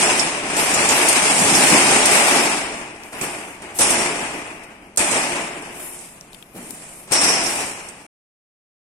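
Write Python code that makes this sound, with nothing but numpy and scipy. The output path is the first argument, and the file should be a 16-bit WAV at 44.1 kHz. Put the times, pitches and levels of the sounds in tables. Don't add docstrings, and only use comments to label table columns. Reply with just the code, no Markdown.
import sys
import numpy as np
from scipy import signal
from scipy.fft import rfft, irfft, next_fast_len
from scipy.io import wavfile
from scipy.ndimage import uniform_filter1d

SR = 44100
rng = np.random.default_rng(int(sys.argv[2]) if len(sys.argv) > 2 else 0)


def how_loud(loudness_db):
    steps = np.asarray(loudness_db, float) / 20
    return 10 ** steps


def to_wav(s):
    ch = np.atleast_2d(s).T
    pcm = np.round(np.clip(ch, -1, 1) * 32767)
    wavfile.write(sys.argv[1], SR, pcm.astype(np.int16))


N = 395131
SIZE = next_fast_len(N + SR)
HZ = np.arange(SIZE // 2 + 1) * SR / SIZE

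# pitch in Hz, level in dB per Hz.
YARD_HUM = [(15, -34.5), (25, 0.5), (86, -14), (184, 1.5), (381, -16), (586, -6.5), (1770, -19),
            (1970, -31.5), (9420, -28), (15700, -48)]
# pitch in Hz, likeness from 0 to 1.
PORT_LIKENESS = [(60, 0.94), (130, 0.99), (290, 0.99), (640, 0.87), (1410, 0.21), (3100, 0), (6820, 0.03),
                 (15000, 0)]
# time in seconds, force in dB, brightness in dB.
PULL = [
    (0, -18.5, -3),
    (.2, -27, 1),
    (.24, -42, -14.5),
    (.5, -23, -6),
    (.6, -22.5, -1.5),
    (1.66, -18.5, 0),
    (1.76, -18.5, 0),
    (2.36, -18, -2),
    (2.46, -36, -5.5),
]
# pitch in Hz, level in dB per Hz.
CURTAIN_TONE = [(25, -15.5), (135, -14.5), (193, -15.5), (998, -6), (1500, -8), (2530, -5), (3200, -11.5),
                (4130, -15.5), (5230, -11.5), (6300, -11), (8810, -1.5), (10500, -11), (11600, -20),
                (15700, -33)]
# pitch in Hz, width in Hz, level in dB.
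SHEET_MODES = [(258, 110, 3.5), (301.2, 4.9, 8), (353.8, 10, 8), (426, 11, 4), (588, 41, 0.5),
               (672.6, 21, 4), (810, 180, 0)]
PART_EDGES_HZ = [140, 480, 3200, 6400, 11000]
# t60 in seconds, level under the pull in dB, level after a blow in dB,
# share of the brightness from 0 to 1, level under a scuff in dB, level at rest in dB.
CURTAIN_PARTS = [
    (1.87, -8, -16, 0, -12.5, -55.5),
    (1.653, -0.86, -7, 0.2, -8.5, -54.5),
    (1.23, -5.5, -8.5, .7, -12, -67),
    (1.17, -2.5, -2.9, 0.9, -2.2, -68),
    (0.93, -22, -15.5, 1, -11.5, -72.5),
]
# start in seconds, peak in dB, pitch in Hz, thud in dB, hinge shake in dB.
RATTLE = [(.1932, -8.5, 5340, -27.5, -38.5), (.5639, -11.5, 8100, -19.5, -27),
          (.5897, -14, 5200, -28, -36.5), (.7379, -9, 7130, -18, -31.5), (.8873, -5, 7050, -15, -23.5),
          (.9052, -14.5, 7050, -20, -35.5), (1.0835, -3, 9140, -37, -26), (1.22, -15, 9160, -18.5, -38.5),
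          (1.3887, -8.5, 7050, -20, -24), (1.549, -6.5, 5420, -14.5, -24), (1.699, -10.5, 7800, -12, -28.5),
          (1.7185, -9.5, 9400, -13.5, -32), (1.9, -15.5, 7700, -13.5, -30),
          (2.0538, -1.5, 8800, -21.5, -32), (2.1088, -11, 8550, -26.5, -26.5)]
# start in seconds, peak in dB, pitch in Hz, thud in dB, hinge shake in dB.
STAMPS = [(3.7870, -6.5, 8300, -13, -18), (3.8148, -6, 9200, -45.5, -32), (3.8292, -7, 9500, -24, -31.5),
          (3.9025, -5, 8760, -13.5, -25.5), (3.98, -16, 8880, -19, -30.5), (4.9723, -6, 8760, -16, -25),
          (4.9898, -8.5, 7950, -19.5, -24.5), (5.1105, -11, 8450, -14.5, -24.5),
          (5.169, -15.5, 8340, -22, -32.5), (5.29, -21.5, 8650, -20, -40.5),
          (7.109, -23, 8740, -15.5, -22.5), (7.1192, -7, 8650, -21.5, -27), (7.133, -3.5, 8940, -25, -27),
          (7.212, -5, 8800, -16, -26.5), (7.2367, -5, 5610, -18.5, -30), (7.2843, -8, 5600, -23, -26.5),
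          (7.434, -16, 8700, -27.5, -31.5), (7.4592, -13.5, 5500, -24, -29.5),
          (7.55, -20, 8700, -36, -30.5), (7.66, -24, 8700, -42, -42)]
# start in seconds, peak in dB, pitch in Hz, thud in dB, hinge shake in dB.
SETTLING = [
    (3.1249, -30.5, 8980, -25, -45.5),
    (3.2104, -16.5, 8300, -22, -34.5),
    (3.6176, -33.5, 8920, -27.5, -50),
    (4.2, -30, 8580, -23, -41),
    (4.633, -35.5, 8750, -52, -76.5),
    (5.6213, -27.5, 8770, -33, -49),
    (5.987, -33, 8380, -50, -40.5),
    (6.548, -40.5, 9060, -34, -51),
    (7.073, -35, 8600, -33.5, -47.5),
    (7.8847, -28.5, 8480, -37, -51),
]
# start in seconds, length in seconds, level in dB.
SCUFFS = [
    (3.026, 0.22, -49),
    (3.74, 0.097, -36),
    (5.706, 0.41, -39.5),
    (6.302, 0.15, -51),
    (6.53, 0.63, -41.5),
]
# pitch in Hz, level in dB, t60 in seconds.
BAR_MODES = [(5230, -12.5, .6), (5090, -16.5, 0.32), (5180, 0.5, .7), (5420, -3.5, .8), (5420, -5, .7),
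             (5430, 5, .8), (5610, -1.5, .9), (5700, 2.5, .8), (5500, -0.5, 0.46), (5940, -5, .6)]
# start in seconds, level in dB.
BAR_BLOWS = [(0.196, -32), (.59, -35.5), (1.549, -16), (3.801, -15.5), (3.903, -19), (3.98, -21),
             (7.123, -11.5), (7.169, -9), (7.231, -9.5), (7.285, -13.5), (7.315, -13), (7.42, -23),
             (7.52, -25), (7.63, -33)]
# start in seconds, peak in dB, pitch in Hz, t60 in seconds.
BOOMS = [
    (0.721, -23.5, 200, 0.6),
    (1.4, -16.5, 223, 0.51),
    (1.51, -15, 234, 0.68),
    (1.715, -11, 265, 0.57),
    (1.72, -13, 760, 0.36),
    (2.319, -20.5, 350, 0.95),
    (3.121, -32.5, 704, 0.26),
    (3.21, -25, 495, 0.24),
    (3.213, -23, 287, .7),
    (6.545, -29, 278, 0.84),
]
# start in seconds, peak in dB, pitch in Hz, t60 in seconds, left minus right in dB.
TICKS = [
    (3.0353, -27, 5660, .008, 1),
    (3.2125, -18, 2710, 0.055, -0.5),
    (4.961, -23.5, 8840, 0.024, 3),
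    (4.9735, -6.5, 8500, 0.014, 0.5),
    (6.2105, -23, 5700, 0.0073, 4.5),
    (6.3314, -31, 4080, .008, 4.5),
    (6.346, -26.5, 3970, .012, 11),
    (6.4258, -26.5, 3430, .012, 7),
    (6.707, -21.5, 9300, 0.013, 10.5),
]
# pitch in Hz, left minus right in dB.
PORT_BALANCE = [(60, 4), (110, -2), (200, 0), (380, -0.5), (700, 0.5), (1290, 0), (2380, 8), (4400, -0.5),
                (8120, -4), (15000, 21.5)]
# pitch in Hz, share lost from 0 to 1.
BANDS_LOST = [(2900, 0), (3300, .22), (4500, .36), (5300, .2), (6500, .28), (7500, .04), (10000, .05),
              (11200, .22), (13000, .4), (14500, .65), (16000, .95)]
# start in seconds, end in seconds, lost above this pitch in Hz.
TOP_LOST = [(.19, .36, 11000), (.98, 1.055, 12200), (2.39, 2.5, 13000), (3.77, 3.83, 13600),
            (3.83, 3.89, 10730), (3.96, 4.0, 10800), (4.07, 4.15, 11600), (4.98, 5.12, 14000),
            (5.12, 5.3, 12800), (7.17, 7.45, 11670)]


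def level(x, db):
    return x * how_loud(db) / np.sqrt(np.mean(x ** 2))


def over_hz(table):
    hz, value = np.transpose(table)
    return np.interp(np.log(HZ + 1), np.log(hz + 1), value)


def fade(t60, seconds):
    return how_loud(-60 * np.arange(int(seconds * SR)) / SR / max(t60, .002))


def walk(rate):
    k = int(SR / rate)
    held = np.repeat(rng.standard_normal(N // k + 1), k)
    return 1.7 * uniform_filter1d(uniform_filter1d(held, k), k)[:N]


def band(x, hz, width, times=1):
    edges = np.clip([hz - width / 2, hz + width / 2], 30, .45 * SR)
    b, a = signal.butter(1, edges, "band", fs=SR)
    for _ in range(times):
        x = signal.lfilter(b, a, x)
    return x


def add(out, s, sound, peak_db, pan_db):
    i = int(s * SR)
    sides = how_loud(peak_db + np.array([[pan_db], [-pan_db]]) / 2)
    out[:, i:i + sound.shape[-1]] += sound / np.abs(sound).max() * sides


def at_ports(count):
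    mid, side = rfft(rng.standard_normal((2, count)), SIZE)
    like = np.clip(over_hz(PORT_LIKENESS), 0, 1)
    opposite = side * np.array([[1], [-1]])
    return (np.sqrt(1 + like) * mid + np.sqrt(1 - like) * opposite) / np.sqrt(2)


def yard():
    hum = irfft(at_ports(N) * how_loud(over_hz(YARD_HUM)), SIZE)[:, :N]
    return level(hum, -51.5) * how_loud(1.3 * walk(1.8))


def shiver(t60, pull_db, blow_db, bright, scuff_db, rest_db):
    shudder_s, shake_rise_s = 0.033, 0.026
    scuff_skew = 0.74
    damped_s, damped_db_per_s = 7.66, 10
    t = np.arange(N) / SR
    s, force_db, bright_db = np.transpose(PULL)
    pulled_db = np.interp(t, s, force_db + bright * bright_db) + pull_db
    feed = how_loud(2 * pulled_db) * (t < s[-1])
    keep = how_loud(-2 * 60 / t60 / SR)
    energy = signal.lfilter([1 - keep], [1, -keep], feed, zi=[feed[0]])[0] + how_loud(2 * rest_db)
    for at, _, _, thud_db, shake_db in RATTLE + STAMPS + SETTLING:
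        span = slice(int(at * SR), int(at * SR) + 2 * SR)
        age = t[span] - at
        db = thud_db + bright * (shake_db - thud_db) + blow_db
        db = db - 60 * np.maximum(age - shudder_s, 0) / t60
        energy[span] += how_loud(2 * db) * np.clip(age / shake_rise_s, 0, 1) ** 2
    for at, length, db in SCUFFS:
        progress = np.clip((t - at) / length, 0, 1) ** scuff_skew
        energy += how_loud(2 * (db + scuff_db)) * np.sin(np.pi * progress) ** 2
    return 10 * np.log10(energy) - damped_db_per_s * np.maximum(t - damped_s, 0)


def curtain():
    knocks_per_s, knock_spread_db, knock_t60_s = 700, 2, 0.14
    chance = rng.random((2, N))
    strength = how_loud(-2 * knock_spread_db * np.log(chance[1] + 0.0013))
    knocks = (chance[0] < knocks_per_s / SR) * strength
    energy = np.abs(signal.fftconvolve(knocks, fade(knock_t60_s, 1 / 4) ** 2)[:N])
    hail = np.sqrt(0.63 + energy / energy.mean())

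    sheet = sum(how_loud(2 * db) / (1 + (2 * (HZ - hz) / width) ** 2) for hz, width, db in SHEET_MODES)
    noise = irfft(at_ports(N), SIZE)[:, :N]
    steel = rfft(noise * hail, SIZE) * how_loud(over_hz(CURTAIN_TONE)) * np.sqrt(0.42 + sheet)

    above = [1 / (1 + (hz / (HZ + 1)) ** 16) for hz in PART_EDGES_HZ]
    shares = [low - high for low, high in zip([1, *above], [*above, 0])]
    drum_db, *upper_db = (shiver(*part) for part in CURTAIN_PARTS)
    parts_db = [0.56 * drum_db - 32, drum_db, *upper_db]
    flickers_db = [0.97, 0.56, 0.43, 0.4, 0.6, 4.1]
    out = 0
    for share, part_db, flicker_db in zip(shares, parts_db, flickers_db):
        part = irfft(steel * share, SIZE)[:, :N]
        db = part_db + flicker_db * walk(12)
        out = out + part / np.std(part.mean(axis=0)) * how_loud(db)
    return out


def clanks():
    t60_s, rise_s, pan_spread_db = 0.1, .016, 7
    out = np.zeros((2, N))
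    rise = 1 - fade(rise_s, 1 / 3)
    for s, db, hz, thud_db, _ in RATTLE + STAMPS + SETTLING:
        noise = rng.standard_normal((3, 2, SR // 3))
        crack = band(noise[0], 7500, 7000, times=3) * fade(0.64 * t60_s, 1 / 3)
        slat = band(noise[1], hz, 0.13 * hz, times=2) * fade(t60_s, 1 / 3)
        thud = band(noise[2, 0], 480, 700) * fade(0.21, 1 / 3) * (1 - fade(0.026, 1 / 3))
        pan_db = pan_spread_db * noise[2, 1, 0]
        add(out, s, (level(crack, -2.5) + level(slat, 0)) * rise, db + 0.5, pan_db)
        add(out, s, thud, thud_db - 1.0, 0)
    return out


def lock_bar():
    out, t = np.zeros((2, N)), np.arange(SR * 4 // 5) / SR
    for s, db in BAR_BLOWS:
        ring = 0
        for hz, mode_db, t60 in 2 * BAR_MODES:
            chance = rng.standard_normal(4)
            strength = how_loud(mode_db + 3 * chance[0]) * fade(t60, 4 / 5)
            detuned_hz = hz * (1 + .016 * chance[1])
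            phases = 3 * chance[2:, None]
            ring = ring + strength * np.sin(2 * np.pi * detuned_hz * t + phases)
        hiss = band(rng.standard_normal((2, len(t))), 5480, 1100, times=2) * fade(.65, 4 / 5)
        sound = level(ring, 0) + level(hiss, -2.04)
        add(out, s, sound * (1 - fade(.02, 4 / 5)), db, 3)
    return out


def wall_echoes(x, t60):
    tail = fade(t60, 1)
    echoes = irfft(at_ports(SR), SIZE)[:, :SR] * tail / np.sqrt(np.sum(tail ** 2))
    return signal.fftconvolve(x[None], echoes, axes=1)[:, :N]


def booms():
    out = np.zeros((2, N))
    rise = 1 - fade(0.013, 1)
    for s, db, hz, t60 in BOOMS:
        flex = band(rng.standard_normal(SR), hz, 0.8 * hz, times=2)
        add(out, s, flex * fade(t60, 1) * rise, db, 0)
    return out


def grit_ticks():
    out = np.zeros((2, N))
    for s, db, hz, t60, pan_db in TICKS:
        noise = rng.standard_normal((2, SR // 20)) * fade(t60, 1 / 20)
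        click = band(noise, 7000, 9000, times=2)
        ring = band(noise, hz, .4 * hz, times=2)
        add(out, s, level(ring, 0) + level(click, -3), db, pan_db)
    return out


def scene():
    background = yard()
    shivering = curtain()
    blows = clanks() + lock_bar()
    echoes = how_loud(-9) * wall_echoes(blows.mean(axis=0), 0.89)
    return background + shivering + blows + echoes + booms() + grit_ticks()


def missing_bands(x):
    block, lead = 1024, 284
    padded = np.pad(x, [(0, 0), (lead, 0)])
    hz, s, z = signal.stft(padded, SR, "cosine", nperseg=2 * block, noverlap=block)
    bands = (np.log(hz + 1) / .032).astype(int)
    luck = uniform_filter1d(rng.standard_normal((bands.max() + 1, len(s))), size=2, axis=1)
    rank = np.argsort(np.argsort(luck, axis=1), axis=1) / len(s)
    keep = rank[bands] > np.interp(hz, *np.transpose(BANDS_LOST))[:, None]
    treble = np.sum(np.abs(z[:, hz > 3000]) ** 2, axis=(0, 1))
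    keep[:, treble > 2.2 * np.roll(treble, 1)] = True
    for start, end, top_hz in TOP_LOST:
        keep[np.ix_(hz > top_hz, (s > start) & (s < end))] = False
    heard = signal.istft(z * keep, SR, "cosine", nperseg=2 * block, noverlap=block)[1]
    return heard[:, lead:lead + N]


def low_pass(x):
    return signal.sosfilt(signal.butter(12, 15880, fs=SR, output="sos"), x)


def record(dry):
    lag_s, stop_s = .00016, 8.066
    balance = how_loud(np.clip(over_hz(PORT_BALANCE), -8, 8) * np.array([[.5], [-.5]]))
    delay = np.exp(-2j * np.pi * HZ * np.array([[0], [lag_s]]))
    heard = irfft(rfft(dry, SIZE) * balance * delay, SIZE)[:, :N]
    heard = missing_bands(np.clip(heard, -1, 1))
    stop = np.clip((stop_s - np.arange(N) / SR) / 0.0011, 0, 1)
    return low_pass(np.clip(heard, -1, 1) * stop)


dry = scene()
out = record(dry)
to_wav(out)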